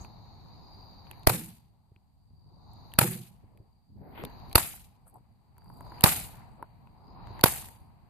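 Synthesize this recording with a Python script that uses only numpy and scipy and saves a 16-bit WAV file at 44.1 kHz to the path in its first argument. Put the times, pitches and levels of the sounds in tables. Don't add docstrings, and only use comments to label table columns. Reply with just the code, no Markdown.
import sys
import numpy as np
from scipy import signal
from scipy.fft import rfft, irfft, next_fast_len
from scipy.io import wavfile
from scipy.ndimage import uniform_filter1d

SR = 44100
rng = np.random.default_rng(int(sys.argv[2]) if len(sys.argv) > 2 else 0)


def master_out(mix):
    frames = np.transpose(np.atleast_2d(mix))
    ceiling = np.clip(frames, -1, 1)
    pcm = np.round(ceiling * 32767).astype(np.int16)
    wavfile.write(sys.argv[1], SR, pcm)


def ratio_of_db(decibels):
    return 10 ** (np.asarray(decibels, float) / 20)


N = 357142
T = np.arange(N) / SR


def on_log_hz(table, hz):
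    f, v = np.transpose(table)
    return np.interp(np.log(hz), np.log(f), v)


# (frequency [Hz], correlation)
LIKENESS = [(60, 0.18), (300, 0.15), (700, 0.61), (1400, 0.0022), (15000, 0.012)]


def noise(colour, size, like=1.0):
    fast = next_fast_len(size, real=True)
    hz = np.maximum(np.fft.rfftfreq(fast, 1 / SR), 1)
    inside = (hz >= colour[0][0]) & (hz <= colour[-1][0])
    c = np.clip(like * on_log_hz(LIKENESS, hz), 0, .98)
    shape = ratio_of_db(on_log_hz(colour, hz)) * inside
    mid, side = rfft(rng.standard_normal((2, fast))) * shape * np.sqrt([1 + c, 1 - c])
    x = irfft([mid + side, mid - side], fast)[:, :size]
    return x / x.mean(axis=0).std()


def grain(size, hold):
    return uniform_filter1d(np.repeat(rng.standard_normal(size // hold), hold), hold)


def walk(rate):
    k = int(SR / rate)
    return grain(N + k, k)[:N]


def ring(hz, t60, size, rise=.0005):
    t = np.arange(size) / SR
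    return np.sin(2 * np.pi * hz * t) * ratio_of_db(-60 * t / t60) * (1 - np.exp(-t / rise))


def lean(db):
    return ratio_of_db(db * np.array([[.5], [-.5]]))


def add(out, s, x):
    i = int(s * SR)
    out[:, i:i + x.shape[-1]] += x[..., :N - i]


# (depth [dB], shutting [s], reopens at [s], opening [s])
GATE = [
    (-22.5, 0.29, 2.29, 0.54),
    (-22.5, 0.2, 3.935, 0.385),
    (-20.5, 0.13, 5.57, 0.41),
    (-16, 0.43, 6.888, 0.49),
    (-18.5, 0.27, 8.5, .3),
]


def gate_db(lag):
    out = 0
    for (s, *_), (depth_db, shutting, reopens, opening) in zip(SHOTS, GATE):
        up = np.clip((T - reopens - lag) / opening, 0, 1)
        shut = 1 - np.exp(-(np.maximum(T - s, 0) / shutting) ** 2)
        out = out + depth_db * shut * (1 + np.cos(np.pi * up)) / 2
    return out


# (time [s], level [dB])
EFFORT = [(0, 6.5), (.13, -2), (1.25, 0), (2.3, -5), (2.9, -1.5), (3.45, 7.5), (3.97, -8.5), (4.12, 6),
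          (4.35, 6), (4.9, 6), (5.4, 0.5), (5.65, 6.5), (5.95, 7.5), (6.6, 7.5), (6.95, 5.5), (7.2, 6),
          (7.42, 10), (8.09, 7.5)]


def gated(mix, colours, flicker_db, rate):
    effort = np.interp(T, *np.transpose(EFFORT))
    layers = []
    for (db, gate, work, lag), colour, f, r in zip(mix, colours, flicker_db, rate):
        level_db = db + gate * gate_db(lag) + work * effort + f * walk(r)
        layers.append(noise(colour, N) * ratio_of_db(level_db))
    return layers


# (frequency [Hz], level [dB per Hz])
RUMBLE = [(12, -39.5), (20, -7), (27, -7.5), (108, -4), (236, -15), (260, -21), (340, -50), (570, -120)]
ROAD = [(290, -41.5), (500, -8), (590, -7), (770, 2), (960, 1.5), (1500, -17.5), (1950, -59), (3300, -120)]
INSECTS = [(3300, -30.5), (3800, -6), (4300, -2.5), (4600, -4), (5300, -22.5), (6100, -19), (6900, -21),
           (7300, -46)]
# (level with the gate open [dB], share of gate depth, share of effort, reopening lag [s])
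YARD_MIX = [
    (-53.5, 0.53, 0.6, -0.084),
    (-60.5, 0.8, 0.82, -0.058),
    (-67.5, 1.12, .01, -0.011),
    (-76.5, 0.71, .01, -0.019),
]


def yard():
    return sum(gated(YARD_MIX[:3], [RUMBLE, ROAD, INSECTS], flicker_db=[1.5, 1.0, 1.0], rate=[14, 25, 60]))


# (frequency [Hz], level [dB per Hz])
CRICKET = [(1, 1.5), (60, -3), (130, -7.5), (400, -27.5)]
# (time [s], pitch [Hz])
CRICKET_HZ = [(0.0, 4640), (0.4, 4540), (0.61, 4790), (0.9, 4670), (4.8, 4650), (4.87, 4780), (5.41, 4620),
              (6.08, 4740), (6.81, 4570), (7.12, 4810), (7.46, 4590), (7.55, 4900), (7.8, 4670),
              (8.09, 4670)]
# (middle [s], half length [s], swell [dB])
PHRASES = [(0, .1, 13.5), (0.821, .32, 13), (2.42, 0.22, 11), (2.825, 0.11, 2), (3.797, 0.24, 7),
           (4.492, 0.21, 6.5), (5.686, .15, 11.5), (5.98, 0.14, 12.5), (7.083, .08, 8.5), (7.346, 0.096, 6),
           (7.78, 0.065, 6)]


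def cricket():
    flutter = gated(YARD_MIX[3:], [CRICKET], flicker_db=[1.5], rate=[150])[0]
    hz = np.interp(T, *np.transpose(CRICKET_HZ))
    swell_db = sum(db * np.exp(-((T - s) / half) ** 2) for s, half, db in PHRASES)
    return flutter * 1.7 * np.cos(2 * np.pi * np.cumsum(hz) / SR) * ratio_of_db(swell_db)


# (frequency [Hz], level [dB per Hz])
THRUM = [(200, -12), (260, 0), (450, -7), (600, -22)]
CREAK = [(1250, -15), (1600, -1.5), (2400, -2), (3400, -12.5), (3900, -31)]
HISS = [(7000, -26), (7700, -1.5), (8300, -1.5), (10300, -3.5), (11000, -25)]
TOP_HISS = [(10000, -36), (10800, -9), (12100, 2), (14000, -0.5), (14700, -4.5)]
# (level with the gate open [dB], share of gate depth, share of effort, reopening lag [s])
RUB_MIX = [
    (-66.5, 0.85, 0.63, -0.12),
    (-77.5, 0.71, 1, 0.089),
    (-97, 0.0093, 0.43, .01),
    (-84.5, 0.49, .3, .12),
]


def rubbing():
    return sum(gated(RUB_MIX, [THRUM, CREAK, HISS, TOP_HISS], flicker_db=[1.5, 1.0, 1.5, 1.0],
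                     rate=[30, 60, 70, 60]))


# (frequency [Hz], level [dB per Hz])
FLOOR = [(12, -28.5), (20, -7), (43, -6.5), (127, -5), (426, -31.5), (872, -21.5), (1210, -38),
         (4080, -38.5), (14500, -43.5)]


def floor():
    return noise(FLOOR, N) * ratio_of_db(-75)


# (middle [s], half length [s], from [Hz], to [Hz], level [dB])
SCUFFS = [
    (0.018, 0.028, 6500, 6750, -59),
    (4.107, 0.084, 490, 2210, -66),
    (4.198, 0.044, 507, 3420, -51.5),
    (4.202, 0.037, 1940, 2680, -56.5),
    (4.196, 0.038, 12300, 14540, -64),
    (5.079, 0.02, 491, 1600, -69),
    (5.087, 0.023, 8330, 14850, -67.5),
    (5.157, 0.021, 757, 1060, -55),
    (5.159, 0.026, 8000, 14800, -75),
]
# (middle [s], half length [s], from [Hz], to [Hz], level [dB])
PALM = [(0.005, 0.073, 11000, 14600, -74), (0.855, .21, 14000, 14400, -85),
        (1.136, 0.094, 1650, 3120, -72.5), (1.145, .085, 11200, 14730, -76.5),
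        (2.405, 0.22, 41.8, 153, -58.5), (2.902, 0.14, 11400, 14450, -83), (3.44, 0.0046, 245, 756, -62),
        (3.579, 0.085, 224, 620, -67), (3.997, 0.083, 61.2, 254, -49.5), (4.074, 0.077, 240, 900, -54),
        (4.135, 0.12, 12400, 14680, -76.5), (4.236, 0.042, 231, 500, -45.5),
        (4.273, 0.092, 1549, 2852, -67.5), (4.32, 0.11, 12100, 14760, -76.5),
        (4.524, 0.089, 11620, 14600, -75), (5.161, 0.035, 286.7, 610, -69),
        (5.779, 0.12, 11150, 14600, -74), (5.781, 0.13, 7680, 10400, -84), (5.962, .085, 10900, 14600, -74),
        (5.977, 0.082, 1520, 3064, -69), (6.363, 0.13, 1233, 2690, -68), (5.927, 0.061, 6300, 10000, -79),
        (6.603, 0.023, 297, 1200, -58), (6.636, 0.014, 397, 1500, -58.5), (7.27, .12, 1305, 2900, -70.5),
        (7.23, 0.18, 910, 1160, -59.5), (6.477, 0.15, 7690, 10500, -85), (7.387, .065, 10760, 14700, -76),
        (7.394, 0.06, 1250, 3050, -66), (7.763, 0.11, 9300, 14400, -76.5)]


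def scuffs():
    out, t = np.zeros((2, N)), np.arange(-12288, 12288) / SR
    for s, half, low_hz, high_hz, db in list(SCUFFS) + list(PALM):
        band = [(.8 * low_hz, -25), (low_hz, 0), (high_hz, -9), (1.4 * high_hz, -35)]
        level_db = db - 0.5 + 3.4 * grain(len(t), 128)
        swell = noise(band, len(t)) * np.exp(-(t / half) ** 2.0) * ratio_of_db(level_db)
        skip = max(int(-(s + t[0]) * SR) + 1, 0)
        add(out, s + t[skip], swell[:, skip:])
    return out


# (time [s], level [dB], pitch [Hz])
BUMPS = [(0.008, -36.5, 83), (0.92, -44, 165), (1.917, -45, 104), (1.962, -50, 94), (2.257, -66.5, 107),
         (2.358, -66, 125), (2.46, -50, 109), (2.568, -48, 163), (3.44, -45.5, 81.5), (3.6, -42, 99),
         (3.959, -46, 102.2), (4.237, -29.5, 145), (5.206, -52, 95), (5.662, -52, 119.7), (7.304, -33, 103)]


def bumps():
    out = np.zeros((2, N))
    for s, db, hz in BUMPS:
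        thud = ring(hz, 4.5 / hz, 4096, rise=.002) + .4 * ring(3.5 * hz, .02, 4096, rise=.002)
        add(out, s, ratio_of_db(db + 5.5) * thud)
    return out


# (time [s], level [dB], ring [Hz], knock [dB], sizzle [dB])
TICKS = [(0.0478, -49, 2500, -40.5, -58), (0.461, -56, 1000, -55, -85), (1.069, -51, 2450, -52, -78),
         (1.1125, -39.5, 2520, -44, -41), (1.9619, -59, 2500, -65, -87), (2.7344, -94, 4154, -69, -59.5),
         (3.5748, -62.5, 2510, -74, -65), (4.2508, -37, 3600, -40, -38), (4.178, -50, 1420, -38, -72),
         (4.238, -30.5, 790, -64, -70), (4.2994, -55, 4720, -52, -62), (4.3994, -59, 4716, -51, -66),
         (5.0695, -55, 1000, -72, -75), (5.183, -60, 1206, -70.5, -78), (5.5815, -62.5, 2000, -50, -53.5),
         (5.6444, -80, 4700, -57, -62), (5.66, -72, 1500, -50, -70), (5.7009, -71, 4760, -40, -67),
         (5.8082, -50, 1536, -34.5, -50.5), (5.8661, -63, 4700, -41, -62), (5.9204, -51.5, 1420, -35, -59),
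         (6.6266, -57, 2500, -25.5, -50), (6.8723, -59.5, 2540, -48, -76), (7.272, -44, 996, -43, -77.5),
         (7.6864, -54, 1906, -74, -45.5)]
TRIGGER = [(1.233, -53.5, 4413, -60.5, -58), (2.919, -54, 3050, -66, -63), (2.938, -42, 2780, -52, -39.5),
           (2.955, -55, 1582, -58, -60.5), (4.497, -60, 4500, -53.5, -59.5), (4.514, -50, 2436, -57.5, -53),
           (4.529, -40.5, 4060, -50.5, -39), (6.009, -34, 2900, -43.5, -32), (6.021, -47.5, 4000, -46, -42),
           (7.3936, -41, 1990, -34.5, -55.5), (7.4112, -36.5, 4440, -48.5, -38)]
# (pitch [Hz], t60 [s], level [dB])
KNOCK = [
    (950, 0.011, 2),
    (620, 0.0079, -2.5),
    (378, 0.011, -10),
    (1250, 0.0078, -5.5),
    (2500, 0.0055, -28),
]
# (frequency [Hz], level [dB per Hz])
SIZZLE = [(2500, -22.5), (4000, -12.5), (6500, -15), (8000, -11), (10800, 0.5), (14300, -0.5),
          (15600, -22.5)]


def ticks():
    out, t = np.zeros((2, N)), np.arange(2048) / SR
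    for s, db, hz, knock_db, sizzle_db in list(TICKS) + list(TRIGGER):
        around_hz = [(.3 * hz, -20), (.6 * hz, 0), (1.3 * hz, -3), (2.2 * hz, -22)]
        snap = ring(hz, .010, len(t), rise=.0003) + .45 * noise(around_hz, len(t)) * np.exp(-t / .0016)
        knock = sum(ratio_of_db(d) * ring(f, t60, len(t), rise=0.0017) for f, t60, d in KNOCK)
        fade = 1.7 * np.exp(-t / .0008) + .06 * np.exp(-t / .008)
        sizzle = noise(SIZZLE, len(t)) * fade * ratio_of_db(sizzle_db - 2.5)
        add(out, s, ratio_of_db(db + 3.5) * snap + ratio_of_db(knock_db + 8.0) * knock + sizzle)
    return out


def whine():
    since, half_s = T - .74, 0.28
    hz = 9340 - 900 * since + 90 * walk(200)
    swell = np.exp(-(since / half_s) ** 2) * ratio_of_db(-89.5 + 3.0 * walk(81))
    return np.sin(2 * np.pi * np.cumsum(hz) / SR) * swell


# (time [s], level [dB], pitch [Hz])
CRACKLES = [(1.132, -59, 2500), (1.195, -66.5, 11700), (5.078, -61, 11800), (5.098, -59, 12000),
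            (5.142, -62, 11800), (5.17, -70, 11600), (5.324, -79, 11200), (5.568, -66, 1500),
            (5.62, -67, 1500), (5.67, -71, 12500), (5.693, -65, 12000), (5.738, -65, 11500),
            (5.77, -63, 12500), (5.825, -61, 12000), (5.851, -62, 12500), (5.985, -55, 2500),
            (5.992, -61, 11000)]


def crackles():
    out, t = np.zeros((2, N)), np.arange(1024) / SR
    for s, db, hz in CRACKLES:
        band = [(.75 * hz, -24), (1.0 * hz, 0), (0.87 * hz, 0), (1.3 * hz, -24)]
        add(out, s, ratio_of_db(db + 4) * noise(band, len(t)) * np.exp(-t / .0012))
    return out


def pull_in():
    return ring(930, 0.0087, 4096) + .5 * ring(2100, 0.0089, 4096)


# (frequency [Hz], level [dB per Hz])
CRASH = [(180, -32.5), (300, -7.5), (923, -4), (2700, -9), (3290, -11.5), (4580, -5), (5590, -12.5),
         (7040, -18.5), (9640, -9.5), (10800, -0.5), (12800, -6.5), (14300, -4), (15600, -24.5)]


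def crash(fade_ms):
    u = np.arange(4096) / SR - .008
    rise = np.exp(-(u / .0018) ** 2) + .25 * np.exp(-(u / .0036) ** 4) + .03 * np.exp(-(u / .007) ** 4)
    stroke = np.where(u < 0, rise, 1.2 * np.exp(-(u / fade_ms * 800) ** 1.1))
    clack = noise(CRASH[:-5], len(u)) * lean(-4)
    zing = ratio_of_db(1) * noise(CRASH[-6:], len(u))
    return (clack + zing) * stroke


def nose_and_blade(nose_hz, nose_db, blade_hz, blade_db):
    t60 = 0.021
    nose = ratio_of_db(nose_db) * ring(nose_hz, t60, 4096, rise=0.0011) * np.array([[.7], [1]])
    blade = ratio_of_db(blade_db) * ring(blade_hz, t60, 4096, rise=0.00096) * np.array([[.6], [1.2]])
    return nose + blade


def shell():
    return ring(500, 0.018, 4096) * np.array([[.6], [1]])


# (frequency [Hz], level [dB per Hz])
THUMP = [(200, -20.5), (280, 0.5), (480, -2), (750, -3), (1100, -20)]


def thump():
    t = np.arange(4096) / SR
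    return noise(THUMP, len(t)) * ratio_of_db(-60 * t / 0.15) * (1 - np.exp(-t / 0.0089))


def kick(hz, size):
    turn = np.clip(np.arange(2048) / SR * hz, 0, 1)
    return size * np.sin(2 * np.pi * turn ** .72) * np.exp(-turn) * (1 - np.exp(-turn / .04))


# (frequency [Hz], level [dB per Hz])
RATTLE = [(35, -32.5), (60, -7), (144, -8), (282, -15.5), (372, -19.5), (539, -20.5), (855, -2),
          (1600, -13.5), (2530, -15), (3270, -21.5), (4840, -19), (5180, -19.5), (11900, -10), (14000, -16),
          (15000, -25.5)]
# (frequency [Hz], t60 [s])
RATTLE_T60 = [(100, 0.46), (400, 0.66), (1000, 0.15), (3000, 0.72), (7000, 0.66), (12000, 0.72)]


def rattle():
    size = 32768
    t = np.arange(size) / SR
    x = rfft(noise(RATTLE, size, like=0.84))
    hz = np.maximum(np.fft.rfftfreq(size, 1 / SR), 1)
    out = 0
    for centre in 60 * 2 ** np.arange(9):
        bright = centre > 5000
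        share = np.clip(1 - abs(np.log2(hz / centre)), 0, 1)
        fade_db = -60 * t / on_log_hz(RATTLE_T60, centre) - 1.2 * bright
        fade_db = fade_db - (60 + 75 * bright) * t ** 2
        out = out + irfft(x * share, size) * ratio_of_db(fade_db + 6 + 2.5 * grain(size, 256))
    stutter = ratio_of_db(1.7 * grain(size, 64) + 2.0 * grain(size, 512))
    start = (1 - np.exp(-(t / 0.0024) ** 2)) * (1 - 0.55 * np.exp(-(t / .02) ** 2))
    return out * stutter * start


# (pitch [Hz], t60 [s], level [dB])
PANEL = [
    (116.6, 0.54, 0),
    (166.5, 0.63, -3.5),
    (208, 0.82, -11),
    (332, 0.6, -12.5),
    (383, 0.45, -11.5),
    (471, 0.5, -13),
]


def boom(upper_db):
    size, out = 32768, 0
    for f, t60, db in PANEL:
        level_db = db - 3.5 + upper_db * (f > 250) + 3.7 * grain(size, 1024)
        for a, b in rng.standard_normal((6, 2)):
            tone = ring(f * (1 + 0.067 * b), t60 * (130 / f) ** 0.43, size, rise=0.027)
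            out = out + ratio_of_db(level_db + 2.6 * a) * tone
    return out * np.exp(-(np.arange(size) / SR / .42) ** 3)


# (peak time [s], crash [dB], crash fade [ms], rattle [dB], panel boom [dB])
SHOTS = [
    (1.274, -10, 1.7, -35, -26.5),
    (2.9894, -9.5, 2.8, -33, -21.5),
    (4.556, -6, 2.4, -33, -50),
    (6.0391, -6, 3.1, -27.5, -39),
    (7.4397, -7.5, 2.9, -32.5, -60.5),
]
# (lag [ms], size, pitch [Hz])
KICKS = [
    [(-1.7, 0.7, 305), (-0.7, 0.56, 100)],
    [(-0.7, -0.04, 360), (-1.6, -0.55, 175)],
    [(-0.94, -0.36, 87), (-2.5, -0.2, 70)],
    [(-0.5, -0.4, 380), (1.88, 0.85, 150)],
    [(-0.2, -0.55, 260), (1.2, 0.45, 130)],
]
# (nose [Hz], nose [dB], blade [Hz], blade [dB], upper roof modes [dB])
RINGS = [
    (620, -6.5, 4400, -19, 4.5),
    (1310, -9.5, 4390, -11, 4),
    (865, -7.5, 4700, -11, -0.5),
    (700, -13, 3800, -11.5, 0),
    (942, -4.5, 6100, -16, -3),
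]
# (crash lag [ms], nose lag [ms], shell [dB], door-skin thump [dB])
BLOWS = [
    (-.8, 0, -20.5, -38),
    (.3, 0.18, -20, -35),
    (1.0, 0.028, -12, -33.5),
    (1.3, 2.0, -19.5, -31),
    (0.029, 1.0, -19, -40.5),
]


def gun():
    out = np.zeros((2, N))
    for shot, kicks, rings, blow in zip(SHOTS, KICKS, RINGS, BLOWS):
        s, db, fade_ms, rattle_db, boom_db = shot
        *nose_blade, upper_db = rings
        crash_ms, nose_ms, shell_db, thump_db = blow
        add(out, s - .008 + crash_ms / 1000, crash(fade_ms) * ratio_of_db(db - 7))
        add(out, s - 0.0062, ratio_of_db(db - 23.5 + 9.5) * pull_in())
        add(out, s - .002 + nose_ms / 1000, nose_and_blade(*nose_blade))
        add(out, s - .001, ratio_of_db(shell_db) * shell())
        add(out, s, ratio_of_db(thump_db) * thump())
        for side, (lag_ms, size, hz) in zip(np.eye(2)[:, :, None], kicks):
            add(out, s + lag_ms / 1000, side * kick(hz, size))
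        add(out, s, rattle() * ratio_of_db(rattle_db))
        add(out, s + 0.02, boom(upper_db) * ratio_of_db(boom_db - 5.5) * np.array([[.9], [1.1]]))
    return out


# (time [s], level [dB], knock [Hz], clatter [dB], left minus right [dB])
REBOUNDS = [
    (1.299, -18, 813, -21.5, -0.5),
    (3.0155, -18, 895, -19.5, -5.5),
    (4.5793, -19, 942, -20, -3.5),
    (6.046, -17, 780, -30, -3.5),
    (6.0604, -15, 1022, -22.5, -4.5),
    (6.08, -28.5, 1295, -30.5, 3.5),
    (7.459, -19, 746, -20, -7),
]
CLATTER_LAG_MS = [-4, -3.0, 0.5, 2.5, 1.5, -1.5, 0]


def rebounds():
    out, t = np.zeros((2, N)), np.arange(4096) / SR
    for (s, db, hz, clatter_db, lean_db), lag_ms in zip(REBOUNDS, CLATTER_LAG_MS):
        knock = ring(hz, .012, len(t)) + .5 * ring(.72 * hz, .012, len(t))
        knock = knock + .55 * ring(1.45 * hz, .011, len(t)) + .35 * ring(2.7 * hz, .01, len(t))
        add(out, s, ratio_of_db(db + 7.0) * lean(lean_db) * knock)
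        swell = (t / .005) ** 2 * np.exp(2 - 2 * t / .005)
        scrape = noise(CRASH[-6:], len(t)) + 0.79 * noise(CRASH[1:8], len(t))
        add(out, s - .003 + lag_ms / 1000, scrape * swell * ratio_of_db(clatter_db - 5.0))
    return out


# (time [s], level [dB], pitch [Hz])
AFTERKNOCKS = [(1.321, -30, 420), (1.343, -32, 600), (3.045, -36.5, 400), (3.313, -61.5, 716),
               (4.604, -34, 900), (4.739, -43, 851), (6.125, -44, 900), (6.18, -38.5, 800),
               (6.293, -47, 697), (7.49, -37, 1000), (7.624, -42, 1150), (7.642, -44, 1000),
               (7.766, -52, 891)]


def afterknocks():
    out = np.zeros((2, N))
    for s, db, hz in AFTERKNOCKS:
        knock = ring(hz, .014, 1024, rise=.001) + .5 * ring(1.6 * hz, .009, 1024, rise=.001)
        add(out, s, ratio_of_db(db + 5) * knock)
    return out


DUCKS_DB = [
    -22,
    -2.5,
    -23,
    -3.5,
    -16,
]


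def duck_db():
    return sum(db * np.exp(-((T - s + .012) / .005) ** 4) for (s, *_), db in zip(SHOTS, DUCKS_DB))


def scene():
    around = yard() + cricket() + rubbing() + floor() + scuffs() + bumps() + ticks() + whine()
    return around * ratio_of_db(duck_db()) + crackles() + gun() + rebounds() + afterknocks()


# (frame level [dB], limit under it [dB])
MASK_DB = [
    (-100, -40),
    (-72, -28.5),
    (-63, -20.5),
]
# from, to [Hz]
MASK_HZ = (5100, 9200)


def thin_out(x):
    hz, _, z = signal.stft(x, SR, nperseg=1024)
    power = (abs(z) ** 2).sum(axis=0)
    power = uniform_filter1d(uniform_filter1d(power, size=4, axis=0), size=3, axis=1)
    frame_db = 10 * np.log10(power[(hz > 500) & (hz < 5000)].mean(axis=0) + 1e-18)
    limit = ratio_of_db(2 * (frame_db + np.interp(frame_db, *np.transpose(MASK_DB))))
    weak = (power < limit) & ((hz > MASK_HZ[0]) & (hz < MASK_HZ[1]))[:, None]
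    fading = (frame_db > -84) & (frame_db < np.roll(frame_db, 6) - 5) & (frame_db < -52)
    dip = (power < .58 * uniform_filter1d(power, size=24, axis=0)) & fading
    dip = dip & ((hz > 3600) & (hz < 7400))[:, None]
    dip = uniform_filter1d(uniform_filter1d(1. * dip, size=5, axis=1), size=3, axis=0) > .12
    return x - signal.istft(z * (weak | dip), SR, nperseg=1024)[1][:, :N]


def top_cut(x):
    return signal.sosfilt(signal.butter(12, 15710, fs=SR, output="sos"), x)


# (frequency [Hz], left minus right [dB])
LEAN = [(60, 3), (110, -1), (200, -1.5), (380, 0), (700, 4.5), (1290, 1), (2380, 2.5), (4400, 3),
        (8120, 6.5), (15000, -5.5)]
# (frequency [Hz], width [Hz], level [dB])
PORT_DIPS = [
    (5730, 530, -14),
    (8000, 60, -17.5),
]


def record(dry):
    size = next_fast_len(N, real=True)
    hz = np.maximum(np.fft.rfftfreq(size, 1 / SR), 1)
    dips_db = np.array([db / (1 + ((hz - f) / w) ** 2) for f, w, db in PORT_DIPS])
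    top_db = -25 * (1 + np.tanh((hz - 14800) / 130))
    bass_db = -10 * np.log10(1 + (32 / hz) ** 2)
    colour = lean(on_log_hz(LEAN, hz)) * ratio_of_db(dips_db + top_db + bass_db)
    wet = irfft(rfft(dry, size) * colour, size)[:, :N]
    return top_cut(thin_out(np.clip(wet, -.97, .97)))


dry = scene()
out = record(dry)
master_out(out)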